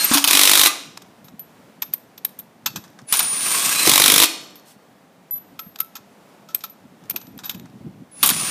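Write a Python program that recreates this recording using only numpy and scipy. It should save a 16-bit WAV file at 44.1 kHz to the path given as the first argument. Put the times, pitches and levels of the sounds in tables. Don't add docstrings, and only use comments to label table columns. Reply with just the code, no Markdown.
import sys
import numpy as np
from scipy import signal
from scipy.fft import rfft, irfft, next_fast_len
from scipy.io import wavfile

SR = 44100
rng = np.random.default_rng(int(sys.argv[2]) if len(sys.argv) > 2 else 0)


def store_pcm(level_fs):
    pcm = np.round(np.clip(level_fs, -1, 1) * 32767).astype(np.int16)
    wavfile.write(sys.argv[1], SR, np.atleast_2d(pcm).T)


def gain_from_db(level_db):
    decades = np.asarray(level_db, float) / 20
    return 10 ** decades


N = 374850

# (time [s], peak level [dB])
BLOW_TIMES = [
    [(0.3092, 0), (0.3311, -1), (0.3511, 1), (0.3716, 0), (0.3925, 1), (0.413, 0), (0.4334, 2), (0.4534, 0),
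     (0.4738, 1), (0.4943, 1), (0.5142, 0), (0.5342, 0), (0.5536, 2), (0.5741, 0), (0.594, 2), (0.6134, 0),
     (0.6345, 0)],
    [(3.8733, 0), (3.8943, 3), (3.9152, 0), (3.9362, 1), (3.9571, 1), (3.9781, 1), (3.9985, 1), (4.0185, 1),
     (4.0389, 0), (4.0594, 2), (4.0793, 2), (4.0998, 1), (4.1193, 1), (4.1397, 0), (4.1602, 2), (4.1796, 2),
     (4.2001, 1)],
]
SOCKET_HZ = 12900


def rms_one(x):
    return x / np.sqrt(np.mean(x ** 2) + 1e-20)


def in_time(rows, fade=0.0028):
    s, *columns = np.transpose(rows)
    t = np.arange(N) / SR
    opening = np.clip((t - s[0]) / fade + (s[0] == 0), 0, 1)
    closing = np.clip((s[-1] - t) / fade + 1, 0, 1)
    return [np.interp(t, s, c) for c in columns] + [opening * closing]


def at_hz(points, hz):
    points = np.array(points)
    return np.interp(np.log(hz + 1), np.log(points[:, 0]), points[:, 1])


def colour(x, spectrum):
    size = next_fast_len(N)
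    gain = gain_from_db(at_hz(spectrum, np.arange(size // 2 + 1) * SR / size))
    return irfft(rfft(x, size) * rms_one(gain), size)[:N]


def band(x, low_hz, high_hz):
    return signal.sosfilt(signal.butter(2, [low_hz, high_hz], "band", fs=SR, output="sos"), x)


def drift(rate_hz):
    r = np.exp(-2 * np.pi * rate_hz / SR)
    wander = signal.lfilter([1], [1, -2 * r, r * r], rng.standard_normal(N + SR))
    return rms_one(wander[SR:])


def ring(force, hz, t60):
    r, w = gain_from_db(-60 / (t60 * SR)), 2 * np.pi * hz / SR
    return signal.lfilter([0, np.sin(w)], [1, -2 * r * np.cos(w), r * r], force + 1e-18)


def add(out, s, x):
    i = round(s * SR)
    out[i:i + len(x)] += x[:N - i]


def dying(t60, rise=0.0005):
    t60_s = max(t60, .005)
    t = np.arange(int(1.2 * t60_s * SR)) / SR
    return (1 - np.exp(-t / rise)) * gain_from_db(-60 * t / t60_s)


def grit(spread_db):
    return rms_one(rng.standard_normal(N) * gain_from_db(spread_db * drift(340)))


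def struck(rows, beat_hz, second):
    out = np.zeros(N)
    for s, db, hz, t60 in rows:
        shape = dying(min(t60, .9))
        t = np.arange(len(shape)) / SR
        tone = np.sin(2 * np.pi * hz * t)
        neighbour = second * np.sin(2 * np.pi * (hz + beat_hz) * t)
        add(out, s, gain_from_db(db) * shape * (tone + neighbour))
    return out


def knocks(rows, sing, bass_db, treble_db, follows, late, hard_db, clang):
    # (frequency [Hz], t60 [s])
    socket_body = [(2630, .017), (3900, .006), (6720, .012), (7620, .008)]
    level = np.zeros((4, N))
    for s, db, bright_db, t60 in rows:
        shares = [(bass_db - 0.45 * bright_db, 1.3), (0, 1), (treble_db + follows * bright_db, .8), (bright_db, 1.1)]
        for k, (share_db, lasts) in enumerate(shares):
            add(level[k], s, gain_from_db(db + share_db - 1.5) * dying(t60 * lasts, rise=0.003))
            add(level[k], s + late, gain_from_db(db + share_db + hard_db) * dying(0.0043))
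    noise = grit(spread_db=0.32)
    bands_hz = [(800, 2000), (2000, 7000), (7000, 11800), (11800, 15800)]
    bands = [rms_one(band(noise, *hz)) for hz in bands_hz]
    body = [rms_one(ring(noise, hz, t60)) for hz, t60 in socket_body]
    bands[1] = rms_one(bands[1] + clang * (body[0] + body[1]))
    bands[2] = rms_one(bands[2] + clang * (body[2] + body[3]))
    wall_note = rms_one(ring(noise, SOCKET_HZ + 150, 0.0051))
    bands[3] = rms_one(bands[3] + sing * wall_note)
    return np.sum(level * bands, axis=0)


def outdoors():
    # (frequency [Hz], density [dB per Hz])
    traffic_spectrum = [(18, -80), (30, -44), (85, -19), (126, -14), (182, -1), (270, -5), (341, -8.5),
                        (691, -8.5), (1260, -15.5), (1680, -18), (3880, -26), (11900, -33.5), (15500, -32)]
    # (time [s], level [dB], half length [s])
    gust_times = [(1.299, -50.5, 0.35), (1.838, -48.5, 0.061), (2.398, -44.5, 0.036), (2.76, -44, 0.11),
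                  (3.6, -52, 0.59), (4.397, -60, 0.057), (5.483, -55.5, 0.052), (6.874, -49.5, 0.097),
                  (7.361, -44.5, 0.31), (7.86, -38, 0.17), (8.346, -35, 0.13)]
    # (time [s], level [dB])
    sleeve = [(4.65, -59), (4.68, -48), (4.72, -49.5), (4.76, -66)]
    traffic = gain_from_db(-51.5 + 1 * drift(2)) * colour(rng.standard_normal(N), traffic_spectrum)
    rumble = band(band(rng.standard_normal(N), 110, 260), 60, 440)
    wind = rms_one(rumble * gain_from_db(5.5 * drift(17)))
    t = np.arange(N) / SR
    gusts = gain_from_db(-60) + sum(gain_from_db(db) * np.exp(-((t - s) / half) ** 2) for s, db, half in gust_times)
    sleeve_db, gate = in_time(sleeve)
    cloth = gate * gain_from_db(sleeve_db) * band(grit(spread_db=1.0), 1700, 13500)
    return traffic + gusts * wind + cloth


def motor():
    # (time [s], switching whine [Hz], whine level [dB], gear whirr level [dB], its treble [dB])
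    runs = [
        [(0.0, 8737, -28, -27, -3), (.086, 8870, -28, -30, -5), (.118, 9000, -32, -27, -3),
         (.146, 9300, -33, -28, 0), (0.236, 9700, -43, -34, -4)],
        [(3.066, 10150, -60, -80, -8), (3.088, 9960, -34, -46, -8), (3.16, 9560, -24, -30, -4),
         (3.275, 9575, -24, -36.5, -10), (3.385, 9590, -25, -33.5, -5), (3.502, 9110, -25, -27, -1),
         (3.74, 8900, -31, -25.5, -1), (3.828, 8750, -33, -24.5, -2), (3.9, 8600, -34, -22, -2)],
        [(8.113, 10120, -48, -75, -8), (8.215, 9960, -39, -48, -10), (8.26, 9850, -33, -31, -3),
         (8.36, 9700, -27, -34, -6), (8.5, 9520, -28, -30, -5)],
    ]
    # (frequency [Hz], density [dB per Hz])
    whirr = [(59, -45), (100, -18), (313, -12.5), (429, -18.5), (898, -15.5), (1110, -5.5), (1460, -9),
             (2470, -5.5), (7410, -6), (8950, -0.5), (10400, -9), (13900, -6.5), (15500, -14.5)]
    # (frequency [Hz], width [Hz], level [dB])
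    gear_case = [(1240, 270, -13), (1670, 40, -14.5), (2810, 260, -14)]
    # (time [s], level [dB])
    socket_sing = [(0, -27), (.03, -31), (.05, -17), (.075, -41.5), (.13, -48)]
    whirr_gain_db = 6.5
    t = np.arange(N) / SR
    throb = np.clip((t - 3.5) / .15, 0, 1) * (t < 4) * np.cos(2 * np.pi * 28.7 * (t - 3.727))
    teeth = grit(spread_db=1.8) * gain_from_db(1.0 * drift(23) + 1.8 * throb)
    hiss = colour(teeth, whirr)
    for hz, width_hz, db in gear_case:
        case = rms_one(ring(teeth, hz, 2.2 / width_hz))
        hiss = hiss + gain_from_db(db - 12) * case * gain_from_db(3 + 4 * drift(14))
    treble = band(hiss, 6500, 16500)
    out, wobble = np.zeros(N), drift(88)
    for run in runs:
        hz, whine_db, whirr_db, treble_db, gate = in_time(run)
        phase = 2 * np.pi * np.cumsum(hz * (1 + .0008 * wobble)) / SR
        whine = gain_from_db(whine_db + 1.1 * wobble) * np.sqrt(2) * np.sin(phase)
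        gears = gain_from_db(whirr_db + whirr_gain_db) * (hiss + (gain_from_db(treble_db) - 1) * treble)
        out += gate * (whine + gears)
    sing_db, gate = in_time(socket_sing)
    return out + gate * gain_from_db(sing_db) * rms_one(ring(teeth, SOCKET_HZ, .03))


def mesh():
    # (time [s], frequency [Hz], level [dB])
    notes_in_time = [
        [(0, 4200, -24), (.04, 4200, -26), (.08, 4180, -40)],
        [(3.44, 2950, -41), (3.66, 3480, -36), (3.73, 3650, -34), (3.755, 3930, -25), (3.82, 4100, -25),
         (3.88, 3900, -30)],
        [(3.74, 2420, -34), (3.8, 2520, -30), (3.86, 2640, -30), (3.9, 2600, -32)],
        [(3.5, 1050, -42), (3.7, 1130, -37), (3.9, 1150, -37)],
        [(3.3, 10500, -38), (3.5, 10900, -36), (3.72, 11500, -38)],
        [(8.37, 2500, -44), (8.43, 2800, -41), (8.5, 3500, -40)],
        [(8.33, 10500, -44), (8.5, 10700, -38)],
    ]
    out, waver_db, wander = np.zeros(N), 4 * drift(40), .006 * drift(100)
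    for k, rows in enumerate(notes_in_time):
        hz, db, gate = in_time(rows, fade=.015)
        own = k * SR // 7
        phase = 2 * np.pi * np.cumsum(hz * (1 + np.roll(wander, own))) / SR
        out += gate * gain_from_db(db + np.roll(waver_db, own)) * np.sin(phase)
    return out


def thuds():
    # (time [s], level [dB], frequency
    # [Hz], t60 [s])
    tyre = [(.113, -19, 244, 0.18), (.113, -18, 276, 0.1), (.152, -17.5, 284, 0.4), (.34, -28, 281, 0.68),
            (4.21, -27.5, 329, 0.48)]
    # (time [s], level [dB], t60 [s])
    jolts = [(3.122, -27, 0.041), (3.869, -11, 0.1), (3.998, -20, 0.053), (4.121, -26.5, 0.21),
             (7.139, -34.5, 0.14), (7.318, -45, 0.043), (8.231, -32, 0.22)]
    push_levels = [-45, -23]
    push = np.zeros(N)
    for s, db, t60 in jolts:
        add(push, s, gain_from_db(db) * dying(t60, rise=0.0022))
    for burst, db in zip(BLOW_TIMES, push_levels):
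        for s, _ in burst[2::2]:
            add(push, s, gain_from_db(db + 2 * rng.standard_normal()) * dying(0.079, rise=0.0033))
    rough = rms_one(band(rng.standard_normal(N), 120, 520))
    return struck(tyre, beat_hz=8.9, second=0.38) + push * rough


def socket_clatter():
    # (time [s], peak level [dB], brightness [dB], t60 [s])
    slack = [(.1141, -14.5, -24, 0.13), (.1356, -6.5, -2, 0.051), (.1424, -10.5, -3.5, 0.15),
             (.172, -5, -14, 0.022), (.1804, -8, -4, 0.043), (.2405, -2.5, -4.5, 0.052),
             (.2748, -3, -3.5, .035), (.2831, -7.5, -5, 0.057), (.301, -15, -9.5, 0.074),
             (3.1243, -6, 0, 0.045), (3.1374, -11.5, -5, 0.057), (3.1534, -20, -8, .03),
             (3.1694, -19, 8, .025), (3.1916, -8, 0.5, 0.043), (3.2034, -11.5, -18, 0.035),
             (3.2284, -20, 4.5, 0.043), (3.2423, -21, -8.5, 0.077), (8.2285, -5.5, -0.5, 0.082),
             (8.2435, -16, -7, 0.075), (8.2595, -19, 12, 0.042), (8.2735, -17, 6, 0.049),
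             (8.2895, -7, 0.5, 0.041), (8.3004, -13, 3, 0.037), (8.3075, -15, -22, 0.039),
             (3.8573, -38, -4, 0.029)]
    return knocks(slack, sing=0.75, bass_db=-12.5, treble_db=4.5, follows=0.95, late=0.00066,
                  hard_db=3.5, clang=0.2)


def hammer():
    # (sets in [s], full [s], stops [s], first level [dB], full level [dB])
    chatter = [
        (0.263, 0.347, .675, -18, -12.5),
        (3.848, 4.159, 4.24, -13.5, -13),
    ]
    # (time [s], peak level [dB])
    last_blows = [(0.6594, 0), (.6515, -5), (.669, -6), (4.2565, -12), (4.2184, -2), (4.2244, -1),
                  (4.2344, -2), (4.2404, -3)]
    # (frequency [Hz], density [dB per Hz])
    strike = [(180, -30), (300, -6.5), (372, -12.5), (509, -14), (1180, -6), (1840, -8), (2400, -5),
              (2880, -5), (3690, -2.5), (5500, -3), (7140, -6), (9600, -3), (13100, -7), (15500, -7)]
    crack, shaken = np.zeros(N), np.full(N, .55)
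    blows = BLOW_TIMES[0] + BLOW_TIMES[1] + last_blows
    for (s, peak_db), (late, weak) in zip(blows, rng.random((len(blows), 2))):
        db = peak_db - 3.5
        add(crack, s, gain_from_db(db + 5.5) * dying(.016, rise=.0003))
        add(crack, s + .003 + .004 * late, gain_from_db(db - 12 - 6 * weak) * dying(.025))
        add(shaken, s, .4 * dying(.08, rise=.001))
    crack *= grit(spread_db=1)
    crack += 0.09 * ring(crack, 3950, .004)
    loose = grit(spread_db=1.5)
    for start, full, stop, first_db, db in chatter:
        swell = [(start, first_db - db), (full, 0), (stop, 0), (stop + 0.032, -17), (stop + 0.2, -42)]
        change_db, gate = in_time(swell)
        crack += gate * gain_from_db(db + change_db) * shaken * loose
    return colour(crack, strike)


def wheel(force):
    # (frequency [Hz], level [dB], t60 [s])
    modes = [(293, -21, .5), (1085, -9, .1), (1195, -22, .8), (2013, -17, .2), (2440, -18, .42),
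             (2350, -9, .08), (2530, -5, .1), (2660, -12, .15), (3310, -20, .3), (3725, -13, .06),
             (3900, -14, .08), (4180, -7, .1), (4355, -19, .5), (4570, -12, .2)]
    return gain_from_db(-41) * sum(gain_from_db(db) * ring(force, hz, t60) for hz, db, t60 in modes)


def tinkles():
    # (time [s], peak level [dB], frequency [Hz], t60 [s])
    small_parts = [(1.393, -30, 11950, .12), (2.662, -39, 11970, .3), (2.76, -41, 11970, .3),
                   (3.29, -35, 12000, .4), (4.555, -44, 12300, .06), (1.9365, -9, 13860, .025),
                   (1.826, -34, 12900, .2), (7.27, -44, 11980, .15), (7.575, -46, 12000, .12),
                   (6.697, -39, 11980, .13), (7.2, -43, 11950, .3), (7.455, -28, 12000, .13),
                   (.8, -57, 12850, .7), (4.41, -50, 12850, .4), (5.592, -35, 12880, .4),
                   (5.802, -29, 12870, .14), (8.233, -15, 12900, .08)]
    # (time [s], peak level [dB], frequency [Hz], t60 [s])
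    bore_and_rim = [(5.592, -31, 1320, .08), (5.79, -38, 1320, .1), (5.803, -27, 1320, .1),
                    (5.956, -36, 1320, .09), (6.49, -43, 1320, .2), (6.64, -34, 1320, .07),
                    (.668, -23, 1195, .3), (4.215, -17, 2660, .14), (4.23, -39, 1195, .9),
                    (7.437, -36, 3780, .12), (8.232, -22, 1150, .12), (4.27, -39, 4355, .8),
                    (6.5455, -12, 13100, .03), (6.572, -38, 8050, .03), (.67, -25, 2013, .12),
                    (2.662, -30, 2680, .13), (2.664, -33, 4450, .18), (2.76, -40, 2650, .1),
                    (7.162, -38, 3730, .06), (6.546, -30, 8100, .07)]
    return struck(small_parts + bore_and_rim, beat_hz=31, second=.2)


def hand_knocks():
    # (time [s], peak level [dB], brightness [dB],
    # t60 [s])
    touches = [(.855, -44, -4, 0.04), (.972, -23, -15, 0.02), (1.018, -36, -12, 0.04),
               (1.2421, -50.5, 6.5, 0.14), (1.281, -42.5, -19, 0.05), (1.392, -45.5, 15.5, 0.044),
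               (1.8192, -21.5, 5.5, 0.05), (1.8243, -24.5, -14.5, 0.033), (1.928, -38, -3.5, 0.044),
               (1.9347, -28.5, 16, 0.041), (2.396, -44, 6, 0.024), (2.877, -48, -19, 0.044),
               (2.1763, -34.5, 2.5, 0.043), (2.2471, -21.5, 14, 0.032), (2.3875, -49.5, 27, 0.055),
               (2.6589, -11, -1.5, 0.062), (2.7576, -20, -6, 0.066), (2.837, -40.5, -19.5, 0.09),
               (2.987, -40.5, -27, 0.061), (2.899, -55, 2, 0.027), (3.0144, -47, -13.5, 0.027),
               (4.5044, -47, -10, 0.051), (4.5536, -45, 5.5, 0.11), (4.5944, -44, -5, 0.021),
               (5.3083, -45.5, 18, 0.019), (5.3567, -43, -12, .03), (5.376, -51, 18, 0.036),
             (5.5906, -24.5, 2, 0.041), (5.7568, -30.5, -6, 0.029), (5.786, -35.5, 1, 0.059),
             (5.801, -21, 9.5, 0.045), (5.9524, -29, -1.5, 0.07), (5.964, -39, -10.5, 0.057),
             (6.486, -42.5, -6, 0.17), (6.545, -22.5, 12.5, 0.038), (6.505, -51, -12, .03),
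             (6.605, -40, -3, 0.079), (6.6364, -25.5, 3.5, 0.066), (6.6957, -49, 9, .03),
             (7.036, -46.5, -19.5, 0.033), (7.096, -28.5, 16.5, 0.035), (7.106, -24, 5, 0.033),
             (7.054, -47, -8, .03), (7.696, -51, -12, 0.027), (7.1591, -21.5, 4, 0.052),
             (7.212, -37, -5, 0.048), (7.267, -42, -10, 0.035), (7.3755, -42, 9.5, 0.026),
             (7.3875, -34, -12, 0.077), (7.434, -34.5, -11, 0.22), (7.442, -41, 10, 0.034),
             (7.51, -37, -4, 0.042), (7.4555, -44, 1, 0.091), (7.4932, -21.5, 4.5, 0.054),
             (7.5443, -32.5, -4, 0.044), (7.595, -37, -3, 0.018), (7.6549, -41.5, -33, 0.027),
             (8.1536, -49, -4, 0.031)]
    return knocks(touches, sing=2.4, bass_db=-10.0, treble_db=-11, follows=1.0, late=0.00275,
                  hard_db=4.5, clang=0.27)


def nut():
    # (time [s], level [dB])
    held = [(5.309, -24), (5.34, -24), (5.358, -30), (5.383, -30), (5.392, -43), (5.43, -60)]
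    db, gate = in_time(held, fade=0.00049)
    return gate * gain_from_db(db) * np.sin(2 * np.pi * 12000 * np.arange(N) / SR)


def yard(x):
    # (frequency [Hz], t60 [s])
    decay = [(200, 1), (1000, 0.6), (3000, .6), (4000, 0.5), (5000, .62), (8000, 0.42), (15000, 0.14)]
    noise, t = rng.standard_normal((2, SR)), np.arange(SR) / SR
    edges_hz = 100 * 2 ** np.arange(0, 7.7, .33)
    tail = np.zeros(SR)
    for k, (low_hz, high_hz) in enumerate(zip(edges_hz, edges_hz[1:])):
        tail += band(noise[k % 2], low_hz, high_hz) * gain_from_db(-60 * t / at_hz(decay, low_hz))
    tail *= np.clip(t / .015, 0, 1)
    return signal.fftconvolve(x, tail / np.sqrt(np.sum(tail ** 2)))[:N]


def scene():
    blows = hammer()
    tool = motor() + mesh() + socket_clatter() + blows + wheel(blows)
    tool = signal.sosfilt(signal.butter(4, 150, "high", fs=SR, output="sos"), tool)
    ringing = (tinkles() + nut()) * gain_from_db(2.5 * drift(36))
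    hands = hand_knocks() + ringing
    back = yard(gain_from_db(-15) * tool + gain_from_db(-22) * hands)
    add(back, .0425, gain_from_db(-30) * hands)
    return (tool + hands + back + thuds() + outdoors())[None]


def band_limit(x):
    return signal.sosfilt(signal.butter(12, 16370, fs=SR, output="sos"), x)


def record(dry):
    overload = .87
    drive = dry / overload
    bent = np.clip(drive, -9, 9) ** 3 / 3 + drive
    x = overload * np.tanh(bent)
    x = signal.sosfilt(signal.butter(1, 80, "high", fs=SR, output="sos"), x)
    x = signal.sosfilt(signal.cheby2(18, 80, 15850, fs=SR, output="sos"), x)
    return band_limit(x)


dry = scene()
out = record(dry)
store_pcm(out)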